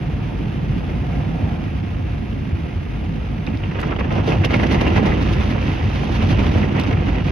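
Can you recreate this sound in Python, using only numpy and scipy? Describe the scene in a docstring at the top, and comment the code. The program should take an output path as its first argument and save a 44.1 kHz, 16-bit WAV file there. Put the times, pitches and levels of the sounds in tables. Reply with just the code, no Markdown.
"""Inside a car in a wash tunnel, water and foam patter on the glass and drum on the roof over a faint motor whine.
Then a spinning cloth brush takes over at the side: wet strips slap the window one by one and scrub it.
Shaped noise gives the rubbing and the water, decaying sines the panels, brief resonances the struck glass.
The closed cabin booms and muffles the treble; a few sharp ticks come through. Two microphone ports hear it all.
"""
import sys
import numpy as np
from scipy import signal
from scipy.fft import rfft, irfft, next_fast_len
from scipy.io import wavfile
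from scipy.ndimage import uniform_filter1d

SR = 44100
rng = np.random.default_rng(int(sys.argv[2]) if len(sys.argv) > 2 else 0)


def int16_out(signal):
    """Quantize to a 16-bit WAV file."""
    q = np.round(np.clip(np.atleast_2d(signal).T, -1, 1) * 32767)
    wavfile.write(sys.argv[1], SR, q.astype(np.int16))


N = 322371
T = np.arange(N) / SR
FADE_OUT = np.clip((T[-1] - T) / 0.004, 0, 1)
# padded by about a fifth of a second, so that filter tails do not wrap round
FFT_SIZE = 2 * next_fast_len(N // 2 + SR // 10)
HZ = np.maximum(np.fft.rfftfreq(FFT_SIZE, 1 / SR), 1)

# the brush reaches the side and takes over from the spray
ARRIVAL_S, TAKEOVER_S = 3.54, 0.22

# How hard the brush presses on the car. Each row: time in seconds, control level in dB.
BRUSH_PRESS = [(3.4, -20.5), (3.5, -11), (3.72, -9.5), (3.9, -5.5), (4.22, -1), (4.5, -0.5), (4.72, 1.5),
               (5.02, 4), (5.22, -0.5), (5.55, -1.5), (5.83, -5.5), (6.35, 1), (6.85, -2), (7.3, -1)]
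# Flow of water and foam onto the car. Each row: time in seconds, control level in dB.
SPRAY_FLOW = [(0, 0.5), (0.6, 1.5), (1.2, 2), (1.47, 2), (1.8, 0), (2.35, -1), (3.3, -0.4)]
# Single cloth strips hitting the window. Each row: start in seconds, relative smack level in dB,
# drag time scale in seconds, ring of the glass in Hz, wet spit relative to the smack in dB,
# relative thud level of the door in dB.
STRIP_SLAPS = [(3.47, -19.5, 0.013, 2570, -24.5, -35.5), (3.501, -24, 0.005, 1490, -27, -38),
               (3.545, -25, 0.01, 2600, -22, -46), (3.633, -20.5, 0.022, 2930.0, -27, -38.5),
               (3.712, -23, 0.011, 1820, -30, -48.5), (3.749, -22.5, 0.02, 1103, -32, -39.5),
               (3.783, -20.5, 0.022, 1510.0, -34, -34.5), (3.827, -14.5, 0.015, 1440, -28, -31.5),
               (3.889, -21.5, .009, 1900, -33, -32), (3.907, -19.5, 0.009, 1120.0, -24, -29.5),
               (3.92, -17, 0.011, 1330, -34.5, -33.5), (3.961, -16, 0.004, 3140, -25, -32.5),
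               (3.986, -18, 0.009, 1130, -29, -26), (4.008, -13, 0.0042, 1110, -34.5, -32),
               (4.042, -21, 0.016, 1700, -33, -30), (4.105, -22.5, 0.038, 2130, -24, -26.5),
               (4.149, -25, 0.019, 2650.0, -17, -33), (4.177, -19, 0.015, 1194, -23, -32),
               (4.271, -20, 0.029, 2150.0, -8.5, -24.5), (4.316, -15.5, 0.018, 2640, -25, -28),
               (4.442, -8, 0.012, 2760, -15.5, -25.5), (4.503, -16, 0.018, 1960, -17, -25.5),
               (4.537, -5.5, 0.0098, 2310, -22, -23), (4.595, -14.5, 0.017, 2050.0, -22, -27),
               (4.631, -11.5, 0.0092, 1850, -19, -21.5), (4.663, -20, 0.01, 2690, -12.5, -37.5),
               (4.707, -19, 0.028, 2050, -9.5, -23.5), (4.742, -14.5, 0.013, 2730.0, -15, -26),
               (4.809, -13, 0.013, 2500, -14.5, -25.5), (4.862, -14.5, 0.024, 2730, -18.5, -24.5),
               (4.958, -12.5, 0.014, 2140, -14.5, -20), (4.975, -13.5, 0.009, 1890, -21, -29.5),
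               (5.022, -25.5, 0.018, 1630, -19.5, -33), (5.053, -16, 0.02, 1990, -14, -22.5),
               (5.118, -16.5, 0.013, 2060, -29, -36.5), (6.218, -19, 0.026, 2700, -14.5, -28.5),
               (6.386, -15.5, 0.016, 2520, -16, -27.5), (6.546, -21.5, 0.018, 2310, -24, -27),
               (6.628, -15, 0.015, 1950, -29.5, -32.5), (6.757, -19, 0.012, 2050, -27, -26),
               (6.784, -13.5, 0.021, 2570, -26, -30), (6.863, -25, 0.023, 2650.0, -11.5, -33),
               (6.907, -21.5, 0.014, 2200.0, -19, -30.5), (6.924, -16.5, 0.009, 2090, -22.5, -34.5),
               (7.063, -26, 0.0082, 2610.0, -21, -37.5), (7.083, -17, 0.011, 2200, -21.5, -35),
               (7.148, -25, 0.007, 2430.0, -16.5, -31)]
# Spectrum of strips scrubbing the glass. Each row: frequency in Hz, relative level in dB per Hz.
SCRUB_SPECTRUM = [(600, -6), (1100, -3.5), (1650, -4), (2130, -2.5), (2400, 1), (2750, -4), (3300, -8.5),
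                  (4200, -24.5), (6000, -53)]
# Spectrum of the fizzing water film. Each row: frequency in Hz, relative level in dB per Hz.
WET_SPECTRUM = [(2000, -5.5), (3200, 8), (4200, 3.5), (5200, -1.5), (6400, -5.5), (8000, -45.5),
                (10000, -11.5), (12300, -20), (14000, -27.5)]
# Spectrum of cloth on the door. Each row: frequency in Hz, relative level in dB per Hz.
DOOR_SPECTRUM = [(180, -20), (330, 7.5), (470, 0.5), (600, 0), (740, 1.5), (930, -4), (1150, -9.5),
                 (1500, -13), (2500, -37.5)]


def undb(db):
    """Amplitude ratio of a level in decibels."""
    return 10 ** (np.asarray(db) / 20)


def unit(x):
    """Normalisation to an rms of 1."""
    return x / np.sqrt(np.mean(x ** 2))


def curves(table):
    """Linear interpolation in time of each column after the first."""
    s, *columns = np.transpose(table)
    return [np.interp(T, s, column) for column in columns]


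def over_hz(points):
    """Interpolation of a (Hz, value) table along a logarithmic frequency axis."""
    hz, value = np.transpose(points)
    return np.interp(np.log(HZ), np.log(hz), value)


def colour(x, points):
    """Minimum-phase filter: the folded cepstrum gives a causal response of unit power gain for white noise."""
    roll_off = 1 / (1 + (HZ / points[-1][0]) ** 4)
    magnitude = unit(undb(over_hz(points)) * roll_off)
    cepstrum = irfft(np.log(magnitude), FFT_SIZE)
    cepstrum[1:FFT_SIZE // 2] *= 2
    cepstrum[FFT_SIZE // 2 + 1:] = 0
    response = np.exp(rfft(cepstrum))
    return irfft(rfft(x, FFT_SIZE) * response, FFT_SIZE)[..., :N]


def band(x, hz, q):
    """Single resonance of unit gain at its centre; q is the centre frequency over the bandwidth."""
    return signal.lfilter(*signal.iirpeak(hz, q, fs=SR), x)


def walk(rate):
    """Random fluctuation of about unit spread: independent values, rate per second, joined by ramps."""
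    hold = max(int(SR / rate), 2)
    steps = np.repeat(rng.standard_normal(N // hold + 1), hold)
    return unit(uniform_filter1d(steps, hold)[:N])


def fade(x, seconds):
    """Exponential relaxation: every input dies away from its own height with this time constant."""
    return signal.lfilter([1], [1, -np.exp(-1 / (SR * max(seconds, 1 / SR)))], x)


def impacts(rate, spread_db):
    """Random arrivals, rate per second, with exponentially distributed levels."""
    size = undb(spread_db * np.minimum(rng.exponential(size=N), 3.5))
    return (rng.random(N) < rate / SR) * size


def grains(rate, spread_db, ring_s):
    """Shot noise: decaying impact energies modulate noise. Rows: shared by both ports, left only, right only."""
    # energy decays twice as fast as amplitude
    energy = fade(impacts(rate, spread_db) ** 2, ring_s / 2)
    return unit(np.sqrt(energy) * rng.standard_normal((3, N)))


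def strike(times, sizes, rise_s, fades_s):
    """Impulsive force: each blow builds up smoothly to its given size and decays exponentially."""
    force = np.zeros(N)
    for s, size, fade_s in zip(times, sizes, fades_s):
        after = slice(int(s * SR), int(s * SR) + SR // 2)
        age = T[after] - s
        build_up = 1 - np.exp(-(age / rise_s) ** 2)
        shape = build_up * np.exp(-age / abs(fade_s))
        force[after] += size * shape / shape.max()
    return force


def swell(times, sizes, rises_s, fades_s):
    """Sliding force: each stroke grows exponentially to its peak and decays exponentially after it."""
    force = np.zeros(N)
    for s, size, rise_s, fade_s in zip(times, sizes, rises_s, fades_s):
        near = slice(max(int(s * SR) - SR // 4, 0), int(s * SR) + SR // 4)
        age = T[near] - s
        scale_s = np.where(age < 0, rise_s, fade_s)
        force[near] += size * np.exp(-np.abs(age / scale_s))
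    return force


def driven(table, db, slope):
    """Power-law drive: level db when the control is at 0 dB, growing by slope dB per dB of control."""
    control_db, = curves(table)
    return undb(db + slope * control_db)


def contact():
    """Degree, 0 to 1, to which the brush at the side has replaced the spray."""
    return np.clip((T - ARRIVAL_S) / TAKEOVER_S, 0, 1)


def pressure():
    """Amplitude modulation by the cloth's contact, mostly dipping as it lifts off between bunches of strips."""
    # Each row: middle in seconds, level change in dB, half length in seconds.
    lulls = [(3.675, -0.5, 0.011), (3.873, 3.5, 0.0074), (3.957, -1.5, .009), (3.98, -5, .006),
             (4.078, -3.5, 0.021), (4.224, -5, 0.012), (4.392, -3, 0.015), (4.479, -8, 0.013),
             (4.588, -0.5, 0.0072), (4.678, -4, 0.0079), (4.8, -0.5, 0.0076), (4.946, -1.5, 0.0076),
             (5.014, -5.5, .007), (6.191, -1.5, 0.013), (6.265, -3.5, .012), (6.503, -0.5, .014),
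             (6.712, -0.5, .016), (6.961, -2, 0.014), (7.033, -1, 0.0095), (7.119, -3.5, .012),
             (7.235, -4.5, 0.012)]
    change_db = sum(db * np.exp(-((T - s) / length_s) ** 2) for s, db, length_s in lulls)
    return undb(change_db)


def wander(x, centres_hz, depth_db, rate):
    """Changing modal excitation: as the contact point moves, a pane's resonances come forward or recede."""
    return x + sum(band(x, hz, q=6.1) * (undb(depth_db * walk(rate)) - 1) for hz in centres_hz)


def brush():
    """Sliding friction: overlapping strokes of wet strips modulate noise on glass and door."""
    # Freedom of the strips. Each row: time in seconds, 0 = flat on the glass to 1 = only the tips reach it.
    flail_curve = [(3.7, 0.6), (4.4, 0.39), (4.75, 0.38), (5.05, 0.35), (5.35, 0.17), (6.05, 0.19),
                   (6.6, 0.33), (7.3, 0.28)]
    # Regions in which the side window rings when rubbed, in Hz.
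    pane_hz = [1250, 2000, 3060]
    flail = np.clip(curves(flail_curve)[0], 0, 1)
    # free strips rub choppily, flat ones smoothly
    chop = np.clip(0.99 * flail, 0, 0.4)
    strokes = fade(fade(impacts(rate=71, spread_db=1.0) ** 2, 0.0083), 0.0014)
    drag = np.sqrt(1 - chop + chop * strokes / strokes.mean())
    # while the strips fly freely, less of their force goes into rubbing
    scrub_gain = driven(BRUSH_PRESS, db=-35.0, slope=0.52) * undb(-9 * flail)
    rub_gain = driven(BRUSH_PRESS, db=-32.0, slope=0.57) * undb(-2.5 * flail)
    fizz_gain = driven(BRUSH_PRESS, db=-39.3, slope=0.41) * undb(-12.5 * flail + 1.4 * walk(22))
    sliding = grains(rate=1500, spread_db=-1.5, ring_s=0.0045) * drag
    # threads catch and snap free on the glass in a fine, uneven crackle
    threads = undb(-2.5) * grains(rate=300, spread_db=3.0, ring_s=0.0016)
    scrub = wander(colour(sliding + threads, SCRUB_SPECTRUM), pane_hz, depth_db=2.0, rate=28)
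    rub = colour(grains(rate=980, spread_db=2.5, ring_s=0.0095) * drag, DOOR_SPECTRUM)
    # the water film fizzes as it is wiped off
    fizz = colour(grains(rate=2200, spread_db=4.0, ring_s=0.0079) * np.sqrt(drag), WET_SPECTRUM)
    return (scrub * scrub_gain + rub * rub_gain + fizz * fizz_gain) * pressure()


def slaps():
    """Impact followed by friction: a strip smacks the glass, spits out water, wipes, and thuds on the door."""
    # Thud on the door. Each row: frequency in Hz, relative level in dB per Hz.
    thud_spectrum = [(150, -6.5), (240, 4.5), (320, 1.5), (450, -1.5), (600, -3), (760, -1), (950, -7.5),
                     (1400, -14.5), (2200, -44)]
    s, peak_db, drag_s, _, spit_db, thud_db = np.transpose(STRIP_SLAPS)
    thud = strike(s, undb(thud_db), rise_s=0.0033, fades_s=1.93 * drag_s)
    spit = strike(s, undb(peak_db + spit_db - 5.5), rise_s=0.0057, fades_s=0.37 * drag_s)
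    # the wipe and the spatter peak after the blow itself
    wipe = swell(s + 0.34 * drag_s, undb(peak_db - 16.5), rises_s=0.8 * drag_s, fades_s=0.51 * drag_s)
    spatter_size = undb(peak_db + spit_db - 6.5)
    spatter = swell(s + 0.78 * drag_s, spatter_size, rises_s=0.73 * drag_s, fades_s=0.78 * drag_s)
    drops = grains(rate=3700, spread_db=4.0, ring_s=0.0012)
    water = colour(np.hypot(spit, spatter) * drops, WET_SPECTRUM)
    cloth = colour(wipe * grains(rate=700, spread_db=1.5, ring_s=0.0018), SCRUB_SPECTRUM)
    door = colour(thud * rng.standard_normal((3, N)), thud_spectrum)
    return smacks() + water + cloth + door


def smacks():
    """Resonant impact: a cluster of droplets hits the wet glass and excites one brief ring per strip."""
    # Each row: frequency in Hz, relative level in dB per Hz.
    smack_spectrum = [(400, 11), (900, 4), (1500, 2), (2150, 4.5), (2700, 0), (3400, -4), (5000, -33.5)]
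    out = np.zeros((3, N))
    droplets = grains(rate=1400, spread_db=2.4, ring_s=0.0009)
    for s, peak_db, drag_s, ring_hz, _, _ in STRIP_SLAPS:
        after = slice(int(s * SR), int(s * SR) + SR // 5)
        blow = strike([s], [undb(peak_db - 11.0)], rise_s=0.002, fades_s=[1.16 * drag_s])
        hit = droplets[:, after] * blow[after]
        ring = band(hit, ring_hz, q=6.3)
        out[:, after] += undb(-6.5) * hit + undb(3.5) * ring
    return colour(out, smack_spectrum)


def swishes():
    """Fluttering friction: a bundle of strips slides across the wet glass as a swell of fibre and water noise."""
    # Each row: peak time in seconds, relative level in dB, rise and fall time in seconds.
    bundles = [(3.798, -42.5, .012), (3.999, -35.5, 0.006), (4.125, -40, 0.011), (5.225, -34.5, 0.018),
               (5.33, -35.5, 0.017), (5.42, -37, 0.032), (5.511, -40.5, .02), (5.72, -42.5, 0.076),
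               (5.96, -37.5, 0.038), (6.16, -36, 0.054), (6.31, -33, 0.026), (6.467, -35, 0.023),
               (6.585, -36, 0.029)]
    s, peak_db, length_s = np.transpose(bundles)
    flutter = undb(1.4 * walk(70))
    stroke = swell(s, undb(peak_db), length_s, length_s) * flutter
    fibres = colour(grains(rate=1400, spread_db=3.5, ring_s=0.002), SCRUB_SPECTRUM)
    water = colour(grains(rate=1300, spread_db=2.5, ring_s=0.0033), WET_SPECTRUM)
    return stroke * (fibres + undb(-3.0) * water)


def pummels():
    """Modal ringing: bunches of soaked cloth knock the door skin in two damped modes under a dull splat."""
    # Each row: start in seconds, relative level in dB, pitch of the lowest mode in Hz.
    knocks = [(4.276, -15, 450), (4.532, -21.5, 395), (4.589, -17.5, 293), (4.624, -14, 311),
              (4.695, -19, 259), (4.716, -20.5, 277), (4.742, -22, 289), (4.815, -14, 344),
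              (4.841, -17, 247), (4.867, -16, 306), (4.917, -14.5, 346), (4.975, -17.5, 374),
              (4.993, -15, 254), (5.022, -12, 255), (5.056, -16, 291), (5.098, -17, 285), (5.168, -15, 286),
              (5.209, -15.5, 284), (5.252, -18, 274), (5.508, -18, 289), (5.682, -20, 258.5),
              (6.089, -16, 272), (6.332, -22.5, 281), (6.458, -20, 224.5), (6.536, -17.5, 312),
              (6.630, -21.5, 259), (6.744, -17, 289), (6.884, -19.5, 258), (7.078, -17, 287),
              (7.173, -17.5, 273)]
    overtone_ratio, overtone_db = 1.9, -13.5
    out = np.zeros((3, N))
    splat = colour(rng.standard_normal((3, N)), DOOR_SPECTRUM)
    for s, peak_db, hz in knocks:
        after = slice(int(s * SR), int(s * SR) + SR // 6)
        swing = strike([s], [undb(peak_db - 2.0)], rise_s=0.0048, fades_s=[0.008])[after]
        angle = 2 * np.pi * (hz * (T[after] - s) + rng.random())
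        modes = np.sin(angle) + undb(overtone_db) * np.sin(overtone_ratio * angle)
        out[0, after] += swing * modes
        out[:, after] += swing * undb(-13.5) * splat[:, after]
    return out


def ticks():
    """Short impact, wide spectrum: flung drops snap on the glass, ping it and may crack in the top treble."""
    # Each row: start in seconds, relative level in dB, ring time scale in seconds,
    # treble crack relative to the tick in dB.
    drops = [(3.466, -36.5, 0.0043, -30), (3.5725, -39.5, 0.0029, -30), (3.802, -39, 0.0059, 2),
             (3.8145, -37.5, 0.0028, 5), (4.155, -39.5, 0.0025, -20), (4.266, -40, .004, -4.5),
             (4.451, -30.5, 0.0061, -2), (4.4565, -39, 0.0071, -2), (4.711, -38.5, .005, -18),
             (4.81, -37.5, 0.0047, 0), (6.3889, -56.5, 0.0061, -10.5), (6.797, -33, 0.0084, 0.5),
             (6.812, -34, 0.0066, -10), (6.8359, -38, 0.01, -6)]
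    # Each row of both spectra: frequency in Hz, relative level in dB per Hz.
    tick_spectrum = [(1500, -10), (3000, 9.5), (5500, 6), (7000, -9)]
    crack_spectrum = [(5000, -3.5), (8000, -12), (10500, -5.5), (12500, -9.5), (15500, -12.5)]
    s, peak_db, ring_s, crack_db = np.transpose(drops)
    snap = strike(s, undb(peak_db + 3.0), rise_s=0.00022, fades_s=0.22 * ring_s)
    tick = strike(s, undb(peak_db - 6.0), rise_s=0.00089, fades_s=ring_s)
    crack = strike(s, undb(peak_db + crack_db - 3.0), rise_s=0.0004, fades_s=0.45 * ring_s)
    knock = colour(np.hypot(snap, tick) * rng.standard_normal((3, N)), tick_spectrum)
    ping = undb(1.0) * band(knock, hz=3670, q=16) + undb(4.0) * band(knock, hz=2590, q=22)
    return knock + ping + colour(crack * rng.standard_normal((3, N)), crack_spectrum)


def body():
    """Structure-borne sound: water and cloth shake the roof and side panels, which pump the cabin's air."""
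    # Each row of the three spectra: frequency in Hz, relative level in dB per Hz.
    boom_spectrum = [(20, -10), (30, -8), (40, 4), (52, 12), (68, 11.5), (95, 10.5), (120, 9), (160, -8.5),
                     (300, -66.5)]
    drum_spectrum = [(70, -21), (105, -12), (130, 0), (155, 4.5), (178, -0.5), (205, -13.5), (300, -25)]
    panel_spectrum = [(100, -23.5), (160, 0.5), (200, 4.5), (260, 1.5), (320, -4), (400, -9.5),
                      (700, -63.5)]
    # the water's share of the power falls as the brush takes over
    water = np.sqrt(1 - np.clip(0.44 * contact(), 0, 1))
    # independent sources add in power
    boom_gain = np.hypot(water * driven(SPRAY_FLOW, db=-27.0, slope=0.38),
                         driven(BRUSH_PRESS, db=-21.0, slope=0.46))
    roof_gain = np.hypot(water * driven(SPRAY_FLOW, db=-28.5, slope=2.4),
                         driven(BRUSH_PRESS, db=-25.5, slope=0.96))
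    side_gain = np.hypot(water * driven(SPRAY_FLOW, db=-33.0, slope=0.64),
                         driven(BRUSH_PRESS, db=-26.5, slope=0.73))
    boom = colour(grains(rate=6800, spread_db=6.0, ring_s=0.02), boom_spectrum)
    roof = colour(grains(rate=1300, spread_db=2.5, ring_s=0.0099), drum_spectrum)
    sides = colour(grains(rate=600, spread_db=0.5, ring_s=0.0081), panel_spectrum)
    return boom * boom_gain + roof * roof_gain + sides * side_gain * pressure()


def thumps():
    """Damped oscillation: a load of water or cloth pushes a panel in, and it swings back a few times."""
    # Each row: start in seconds, relative level in dB, panel pitch in Hz.
    blows = [(0.18, -21, 100), (0.455, -18, 123.5), (0.692, -14, 133), (1.204, -20.5, 139.5),
             (1.257, -19, 100.3), (1.417, -14.5, 107.6), (1.763, -18, 72.4), (1.916, -20, 87),
             (2.522, -12.5, 83.2), (2.754, -15.5, 82), (4.29, -12, 123.6), (4.39, -9.5, 92.7),
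             (4.446, -11.5, 101), (4.559, -12, 118), (4.77, -14, 110), (4.862, -12, 79), (4.97, -14.5, 112),
             (5.07, -11.5, 125.4), (5.345, -13, 130.6), (5.538, -17, 93.7), (5.845, -12.5, 107.7),
             (6.184, -15.5, 215.6), (6.231, -14, 83), (6.309, -14.5, 108), (6.391, -14.5, 96),
             (6.453, -17.5, 94), (6.607, -11.5, 90.6), (6.746, -18.5, 98.6), (6.926, -12.5, 103)]
    out = np.zeros((3, N))
    for s, peak_db, panel_hz in blows:
        after = slice(int(s * SR), int(s * SR) + SR // 4)
        swing = strike([s], [undb(peak_db)], rise_s=0.0093, fades_s=[0.018])[after]
        angle = 2 * np.pi * (panel_hz * (T[after] - s) + rng.random())
        out[0, after] += swing * np.sin(angle)
    return out


def passes():
    """Resonance under random force: a panel drones unevenly while a jet or the brush travels over it."""
    # Each row: middle in seconds, half length in seconds, panel pitch in Hz, sharpness (q), relative level in dB.
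    drones = [(1.383, 0.31, 742, 3.5, -40.5), (1.65, 0.25, 74.3, 1.2, -29), (4.304, 0.29, 134.4, 2.7, -27),
              (4.967, 0.47, 310, 2.6, -33), (4.848, 0.23, 2020, 6.4, -39), (6.489, 0.47, 71, 0.78, -25.5),
              (6.55, 0.55, 204, 3, -31.5)]
    out = 0
    for s, length_s, hz, q, peak_db in drones:
        noise = rng.standard_normal((3, N))
        ring = unit(band(band(noise, hz, q), hz, q))
        approach = np.exp(-((T - s) / length_s) ** 2)
        out = out + ring * undb(peak_db + 1.8 * walk(14)) * approach
    return out


def spray():
    """Shot noise of drop impacts: fine drops patter on the glass and heavier ones splash on the roof."""
    # Each row of both spectra: frequency in Hz, relative level in dB per Hz.
    glass_spectrum = [(600, -13.5), (1100, -4), (1600, -4.5), (2100, -3.5), (2400, 0.5), (2750, -5.5),
                      (3300, -7), (4200, -13.5), (5300, -18), (6500, -23), (8000, -60.5), (10000, -24),
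                      (12300, -31), (14000, -36)]
    roof_spectrum = [(200, -10), (350, 1.5), (480, 0.5), (600, -1.5), (740, 0.5), (850, -3), (1050, -11.5),
                     (1400, -13.5), (2500, -30)]
    surge_db = 0.19 * walk(13)
    fine = grains(rate=2400, spread_db=2.2, ring_s=0.005)
    heavy = grains(rate=900, spread_db=1.6, ring_s=0.008)
    patter = colour(fine, glass_spectrum) * driven(SPRAY_FLOW, db=-43.5, slope=0.59)
    splash = colour(heavy, roof_spectrum) * driven(SPRAY_FLOW, db=-41.0, slope=1.17)
    return (patter + splash) * undb(surge_db)


def motor():
    """Frequency modulation: the machinery outside whines faintly at a wavering pitch, shared by both ports."""
    whine_hz = 711 * (1 + 0.01077 * walk(25))
    phase = 2 * np.pi * np.cumsum(whine_hz) / SR
    whine = np.sin(phase) * undb(-51 + 3.5 * walk(7.8))
    return whine * np.array([[1], [0], [0]])


def cabin():
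    """Modal response of an enclosure: sound inside is coloured by resonances of air, panels and panes."""
    # Each row: centre in Hz, width in Hz, lift of this mode alone in dB.
    modes = [(50.3, 4, 6.5), (90.7, 20, 3.5), (213.6, 27, 4), (272.5, 16, 3.5), (332, 42, 3.5),
             (440.6, 35, 5.5), (508.3, 26, 5.5), (591, 42, 4), (714, 18, 3.5), (780, 22, 2), (917, 63, 4),
             (1028, 31, 5), (1247, 130, 3.5), (1397, 36, 3), (1670, 140, 4), (1940, 80, 4.5),
             (2137, 70, 4.5), (2564, 44, 2.5), (2767, 187, 6), (3056, 53, 2.5), (4120, 300, -3)]
    response = 1
    for hz, width_hz, lift_db in modes:
        resonance = 1 / (1 + 1j * hz / width_hz * (HZ / hz - hz / HZ))
        response = response * (1 + (undb(lift_db) - 1) * resonance)
    return response * undb(-1.64)


def ports(sound, lead, balance):
    """Partial coherence: the two ports hear alike bass, but window reflections make them differ higher up."""
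    # Each row: frequency in Hz, likeness of the two ports from 0 to 1.
    likeness_curve = [(45, 0.97), (76, 0.96), (100, 0.985), (165, 0.96), (210, 0.84), (270, 0.69),
                      (420, 0.49), (750, 0.35), (1100, 0), (1600, 0.02), (2100, 0.5), (2750, 0.68),
                      (3800, 0.3), (4200, 1), (5300, 0.4), (5800, 0), (10500, 0.06)]
    shared, *own = rfft(sound * FADE_OUT, FFT_SIZE)
    likeness = np.clip(over_hz(likeness_curve), 0, 1)
    side = np.array([[1], [-1]]) / 2
    common = np.sqrt(likeness) * shared * np.exp(1j * side * over_hz(lead))
    pair = common + np.sqrt(1 - likeness) * np.array(own)
    # diffuse sound partly cancels between the ports, so each hears more than their mean
    mean_power = (1 + likeness * np.cos(over_hz(lead))) / 2
    return pair * undb(side * over_hz(balance)) / np.sqrt(mean_power)


def scene():
    """Superposition: the brush at the side replaces the spray from above, and the body's rumble moves with it."""
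    # Phase by which the left port leads, from above and from the side. Each row: frequency in Hz, lead in radians.
    roof_lead = [(110, 0), (210, 0.05), (280, 1.1), (470, 0.93), (800, 0.9), (1500, 2), (2100, 0),
                 (2800, -0.5), (3300, -0.3), (4300, 1.4), (6000, -3), (10500, -1.2)]
    window_lead = [(50, 0), (100, 0.05), (135, 0.13), (210, 0.24), (280, -.55), (350, -0.7), (470, -1.25),
                   (1400, -0.98), (1500, 2.4), (2050, 0.3), (2800, -0.2), (3600, -0.36), (5000, -1.1),
                   (6000, -0.5), (10500, -2)]
    # Left minus right, from above and from the side. Each row: frequency in Hz, level difference in dB.
    roof_balance = [(60, 1.5), (100, -.8), (160, -2), (215, -5.5), (330, -6.5), (470, 1.5), (780, -1),
                    (1300, 0), (2180, -2.0), (3630, -4.5), (6070, -1)]
    window_balance = [(55, -0.8), (90, 0.4), (160, -1.1), (210, -6.5), (270, -4), (340, -4.3), (470, -1.5),
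                      (780, -3.5), (1300, -1.5), (2180, -2.5), (3630, -4.5), (6070, -1)]
    rumble = body() + passes() * pressure() + thumps()
    # the same rumble crossfades in amplitude, the unrelated spray and brush in power
    above = (1 - contact()) * rumble + np.sqrt(1 - contact()) * spray() + motor()
    cloth = np.sqrt(contact()) * brush() + slaps() + swishes() + pummels()
    beside = contact() * rumble + cloth + ticks()
    heard = ports(above, roof_lead, roof_balance) + ports(beside, window_lead, window_balance)
    return irfft(heard * cabin(), FFT_SIZE)[:, :N]


def record(dry):
    """Band limitation: a steep elliptic low-pass removes the treble above 15.7 kHz."""
    low_pass = signal.ellip(8, 0.2, 70, 15700, fs=SR, output="sos")
    return signal.sosfilt(low_pass, dry)


dry = scene()
out = record(dry)
int16_out(out)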